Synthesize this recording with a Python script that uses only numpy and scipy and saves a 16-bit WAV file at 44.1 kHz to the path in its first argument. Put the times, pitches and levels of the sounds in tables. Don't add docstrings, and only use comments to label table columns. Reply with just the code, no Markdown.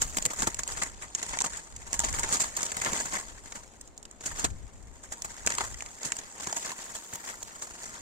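import sys
import numpy as np
from scipy import signal
from scipy.fft import rfft, irfft
from scipy.io import wavfile

SR = 44100
rng = np.random.default_rng(int(sys.argv[2]) if len(sys.argv) > 2 else 0)


def transcribe(signal):
    frames = np.atleast_2d(signal).T
    limited = np.clip(frames, -1, 1)
    pcm = np.round(limited * 32767).astype(np.int16)
    wavfile.write(sys.argv[1], SR, pcm)


N = 353549

# [f/Hz, relative density/dB]
HUSH_SPECTRUM = [(60, -11), (200, 14), (820, 8), (1500, -2), (4000, -13), (16000, -88)]
# [t/s, level/dB]
WIND_LEVEL = [(0.0, -50), (1.15, -61), (2.2, -47), (2.45, -58), (3.8, -60), (4.1, -70), (4.45, -47),
              (5.0, -62.5), (5.75, -58), (5.95, -69), (7.1, -72), (8.0, -66)]
# [t/s, swell peak level/dB]
DRAUGHTS = [(0.167, -46.5), (0.256, -43.5), (0.421, -41.5), (0.471, -40.5), (2.864, -45.5), (2.921, -41.5),
            (4.437, -45), (5.462, -45.5), (6.051, -46.5), (6.466, -48), (7.128, -50)]
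# [t/s, thud peak level/dB, pitch f/Hz]
BAR_KNOCKS = [(.421, -27, 1100), (1.388, -28.5, 2400), (1.411, -30.5, 970), (3.523, -37.5, 1270),
              (4.053, -44.5, 926), (5.474, -26, 1130), (5.521, -31.5, 1830), (5.581, -35.5, 2000),
              (5.584, -27.5, 980), (5.743, -39.5, 2020), (5.806, -38, 2370), (5.823, -39, 860),
              (5.861, -43, 2130), (6.12, -27.5, 2030), (6.471, -30.5, 1000), (6.527, -31, 910),
              (6.569, -37, 1010), (6.717, -36, 1020), (7.709, -44, 1480)]
# [t/s, tick level/dB]
STIRRING = [(0, -55.5), (.6, -58), (1.0, -66), (1.55, -56.5), (1.75, -68), (2.0, -53), (3.2, -61.5),
            (3.4, -65.5), (4.1, -75.5), (4.5, -70), (4.95, -72.5), (5.3, -60), (6.27, -62.5), (6.7, -54.5),
            (7.05, -60), (8.0, -59)]
# [start of hold t/s, hold/s, tick level/dB]
FLUTTER_BOUTS = [(.39, 0.03, -47.5), (0.686, 0.17, -52), (1.173, 0.21, -56), (2.3, 0.12, -47),
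                 (2.573, 0.085, -49.5), (2.773, 0.26, -50), (3.125, 0.03, -46.5), (3.443, 0.18, -63.5),
                 (4.241, 0.074, -53.5), (4.37, 0.037, -50.5), (5.475, 0.18, -52.5), (6.033, 0.15, -57.5),
                 (6.38, 0.29, -55.5), (7.132, 0.015, -54), (7.283, 0.023, -54.5), (7.81, 0.044, -56.5)]
# [t/s, snap level/dB, cage drive relative to snap/dB, length/s]
SINGLE_BLOWS = [(0.019, -18, -5, 0.044), (0.1707, -17, -6, 0.027), (0.1846, -20, 4.5, 0.0076),
                (0.2244, -22.5, -6, 0.0061), (0.2543, -28.5, 8, 0.038), (0.306, -29.5, 4.5, 0.055),
                (0.3343, -24, -0.5, 0.015), (0.43, -21, -1, 0.019), (0.472, -16.5, 0.5, 0.028),
                (0.5914, -24.5, 0, 0.038), (0.821, -25, 6.5, 0.05), (1.022, -34, -0.5, 0.11),
                (1.229, -19.5, -4.5, 0.017), (1.2905, -28.5, -3.5, 0.083), (1.3354, -36.5, 11.5, 0.1),
                (1.372, -30, 9, 0.0082), (1.444, -18.5, 1.5, 0.04), (1.462, -23.5, 4.5, 0.029),
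                (1.5715, -28.5, -18, 0.031), (1.7635, -32.5, -19, 0.016), (1.9412, -23, -1.5, 0.039),
                (2.002, -15.5, -3, 0.0046), (2.0437, -24, 5.5, 0.087), (2.0863, -23, 2.5, 0.03),
                (2.142, -25.5, -1, 0.075), (2.188, -24.5, 4.5, 0.067), (2.234, -26, 6, 0.064),
                (2.327, -18, -30, 0.078), (2.405, -18.5, -33, 0.08), (2.568, -19.5, -31, 0.03),
                (2.719, -23, -3, 0.02), (2.7683, -16.5, -3.5, 0.011), (2.8613, -29, 4, 0.28),
                (2.951, -25.5, 2, 0.14), (3.055, -27, 3.5, 0.071), (3.555, -33, 4.5, 0.064),
                (4.209, -35.5, -3.5, 0.03), (4.2616, -23, -29, 0.046), (4.3954, -22.5, -27, 0.018),
                (4.4447, -16, 0, 0.036), (5.038, -39, 1, 0.056), (5.1236, -26.5, -0.5, 0.045),
                (5.248, -22, -2.5, 0.028), (5.473, -13, -3.5, 0.0054), (6.052, -23, -37, 0.066),
                (6.188, -29, -4, 0.027), (6.566, -25, -5.5, 0.068), (6.952, -31, -1.5, 0.074),
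                (7.622, -27.5, -6.5, 0.061)]
# [t/s, snap level/dB]
WIRE_TICKS = [(0.253, -12.5), (0.261, -14.5), (.3916, -26), (0.5447, -20), (0.6342, -20.5), (.677, -24),
              (0.8342, -15.5), (1.15, -18.5), (1.405, -15.5), (1.419, -17), (1.93, -18), (1.9927, -12.5),
              (2.048, -21), (2.1278, -22), (2.195, -14.5), (2.233, -21.5), (2.29, -24), (2.341, -17.5),
              (2.37, -22), (2.419, -14.5), (2.619, -24), (2.6305, -14.5), (2.818, -25), (2.848, -17.5),
              (2.933, -19), (3.002, -22), (3.199, -28.5), (3.812, -28), (3.876, -40.5), (3.978, -31.5),
              (4.029, -35.5), (4.112, -39.5), (5.221, -21.5), (5.464, -14), (5.504, -19.5), (5.551, -23),
              (6.032, -23), (6.167, -24.5), (6.443, -25.5), (6.579, -32), (7.136, -26), (7.156, -24),
              (7.429, -26.5)]
# [f/Hz, relative level/dB, 60 dB decay/s]
CAGE_MODES = [(236, -5, 0.011), (944.3, -14, 0.093), (1110, -12, 0.041), (1237, -13.5, 0.037),
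              (1427, -6.5, 0.016), (1780, -0.5, 0.0094), (2035, 3, 0.0057), (2680, -1.5, 0.002),
              (3720, 11, 0.00059)]
# [f/Hz, width/Hz]
PORT_RESONANCES = [(6950, 1140), (8000, 2440)]
# [t/s, shelf gain/dB]
TREBLE_GAIN = [(0, 2.5), (1.3, -11.5), (2.2, -4), (6.4, -4), (7.2, 5.5), (7.7, -3)]

HUSH_DB = -65.5
KNOCK_CYCLES = 28
KNOCK_CONTACT_S, KNOCK_SNAP_DB = .002, 6
BOUT_RISE_DB_PER_S, BOUT_FALL_DB_PER_S = 534, 183
TICK_RING_DB, TICK_S = -35, .008
CAGE_RING_DB = -22.5
PLACES, STAY_SAMPLES = 6, 220
PATH_DB = -0.5
LEFT_DB = 3
SHADE_HZ, SHADE_WIDTH_HZ, SHADE_SHARE = 5600, 7000, .5
CUTOFF_HZ = 16500


def amp(db):
    return 10 ** (np.asarray(db) / 20)


def rms_one(x):
    return x / np.sqrt(np.mean(x ** 2) + 1e-20)


def in_time(rows):
    s, *columns = np.transpose(rows)
    return [np.interp(np.arange(N) / SR, s, c) for c in columns]


def drift(rate):
    r = np.exp(-2 * np.pi * rate / SR)
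    noise = rng.standard_normal(N + SR)
    return rms_one(signal.lfilter([1], [1, -2 * r, r * r], noise)[SR:])


def poles(hz, width_hz):
    r = np.exp(-np.pi * width_hz / SR)
    return [1, -2 * r * np.cos(2 * np.pi * hz / SR), r * r]


def grains(per_s, spread_db):
    sizes = amp(spread_db * np.minimum(rng.exponential(1, N), 5))
    signed = sizes * rng.choice([-1, 1], N)
    return rms_one(signed * (rng.random(N) < per_s / SR))


def hush():
    f, density_db = np.transpose(HUSH_SPECTRUM)
    hz = np.maximum(np.fft.rfftfreq(N, 1 / SR), 20)
    shape = amp(np.interp(np.log(hz), np.log(f), density_db))
    mid, side = irfft(rfft(rng.standard_normal((2, N))) * shape, N)
    pair = mid + .55 * side * np.array([[1], [-1]])
    return amp(HUSH_DB) * rms_one(pair)


def wind(wind_db):
    rumble = signal.butter(2, [14, 75], "band", fs=SR, output="sos")
    gusts = signal.sosfilt(rumble, rng.standard_normal((2, N + SR)))[:, SR:]
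    lumps = amp(3 * drift(6) + 2 * np.array([drift(12), drift(12)]))
    return amp(wind_db) * lumps * rms_one(gusts + 0.12 * gusts[::-1])


def draughts():
    starts = np.zeros(N)
    s, peak_db = np.transpose(DRAUGHTS)
    starts[np.round(s * SR).astype(int)] = amp(peak_db)
    t = np.arange(3000) / SR / 0.0071
    swell = signal.oaconvolve(starts, t * np.exp(1 - t))[:N]
    dull = signal.butter(2, [45.0, 380.0], "band", fs=SR, output="sos")
    mid, side = signal.sosfilt(dull, rng.standard_normal((2, N)))
    return swell * rms_one(mid + 0.45 * side * np.array([[1], [-1]]))


def activity():
    (stir_db,) = in_time(STIRRING)
    t = np.arange(N) / SR
    power = amp(stir_db) ** 2
    for s, hold, level_db in FLUTTER_BOUTS:
        before_db = BOUT_RISE_DB_PER_S * (s - t)
        after_db = BOUT_FALL_DB_PER_S * (t - s - hold)
        away_db = np.maximum(before_db, after_db)
        power = power + amp(level_db - np.clip(away_db, 0, 100)) ** 2
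    return 10 * np.log10(power)


def rustle():
    tick_db = activity()
    effort = np.clip((tick_db + 71.5) / 25, .6, 1)
    clumps = amp(effort * (2.3 * drift(25) + 3 * drift(120)))
    return amp(tick_db) * clumps * grains(9000.0, 3.7)


def knocks():
    out = np.zeros(N)
    t = np.arange(SR // 10) / SR
    roughness = rng.standard_normal((len(BAR_KNOCKS), len(t)))
    for (s, peak_db, hz), rough in zip(BAR_KNOCKS, roughness):
        contact = rough * np.exp(-t / KNOCK_CONTACT_S)
        width_hz = np.log(1000) / np.pi * hz / KNOCK_CYCLES
        ring = signal.lfilter([1, -1], poles(hz, width_hz), contact)
        thud = signal.lfilter([1, -1], poles(hz, hz), contact)
        i = round(s * SR)
        out[i:i + len(t)] += amp(peak_db) * (.5 * ring / np.abs(ring).max() + thud / np.abs(thud).max())
    return out


def blows():
    ticks, drive = np.zeros(N), np.zeros(N)
    lead = 500
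    t = np.arange(-lead, 2500) / SR
    rows = SINGLE_BLOWS + [(s, peak_db, TICK_RING_DB, TICK_S) for s, peak_db in WIRE_TICKS]
    rows += [(s, peak_db + KNOCK_SNAP_DB, TICK_RING_DB, TICK_S) for s, peak_db, _ in BAR_KNOCKS]
    chances = rng.random((len(rows), 3, len(t)))
    for (s, peak_db, ring_db, length), u in zip(rows, chances):
        length = max(length, .003)
        fall_db = np.where(t < 0, -130, 35) * t / length
        burst = (u[0] < .2) * (2 * u[1] - 1) * u[2] * amp(-fall_db)
        burst[lead] = np.sqrt(0.0046 / length)
        soft = u[1, 0] - .5
        i = round(s * SR) - lead
        ticks[i:i + len(t)] += amp(peak_db) * signal.lfilter([1, soft], [1], burst)
        drive[i:i + len(t)] += amp(peak_db + ring_db) * burst
    return ticks, drive


def cage(clicks):
    out = 0
    for hz, level_db, t60 in CAGE_MODES:
        caught = amp(4 * drift(16))
        width_hz = np.log(1000) / np.pi / t60
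        struck = amp(level_db) * caught * clicks + 1e-18
        out = out + signal.lfilter([0, np.sin(2 * np.pi * hz / SR)], poles(hz, width_hz), struck)
    no_bass = signal.butter(2, 200.0, "high", fs=SR, output="sos")
    return signal.sosfilt(no_bass, out)


def to_ports(x):
    out = np.zeros((2, N))
    span = 250
    place = np.repeat(rng.integers(0, PLACES, N // STAY_SAMPLES + 1), STAY_SAMPLES)[:N]
    for k, lag in enumerate(np.linspace(2, 17, PLACES).astype(int)):
        for side in range(2):
            paths = np.zeros(span)
            paths[rng.integers(20, span, 8)] = amp(-8) * rng.choice([-1, 1], 8)
            paths *= amp(-14.0 * np.arange(span) / span)
            paths[lag * (1 - side)] = 1
            out[side] += signal.oaconvolve(x * (place == k), paths)[:N]
    return amp(PATH_DB) * out


def shade(x):
    a = poles(SHADE_HZ, SHADE_WIDTH_HZ)
    band = signal.lfilter(np.array([1, 0, -1]) * (1 - a[2]) / 2, a, x[0])
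    shaded = np.array([x[0] - SHADE_SHARE * band, x[1]])
    return shaded * amp(np.array([[.5], [-.5]]) * LEFT_DB)


def port(x):
    cavity = x
    for hz, width_hz in PORT_RESONANCES:
        a = poles(hz, width_hz)
        cavity = signal.lfilter([sum(a)], a, cavity)
    cavity = signal.lfilter([.5, .5], [1, -np.exp(-2 * np.pi * 4550.0 / SR)], cavity)
    top = signal.butter(4, 10500.0, "high", fs=SR, output="sos")
    (treble_db,) = in_time(TREBLE_GAIN)
    return cavity + amp(treble_db) * signal.sosfilt(top, x)


def scene():
    (wind_db,) = in_time(WIND_LEVEL)
    background = hush() + wind(wind_db) + draughts()
    ticks = rustle()
    snaps, drive = blows()
    bare = to_ports(ticks + snaps + knocks())
    rung = cage(to_ports(ticks + drive))
    return background + bare + amp(CAGE_RING_DB) * rung


def record(dry):
    top_cut = signal.cheby2(12, 60, CUTOFF_HZ, fs=SR, output="sos")
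    return signal.sosfilt(top_cut, port(shade(dry)))


dry = scene()
out = record(dry)
transcribe(out)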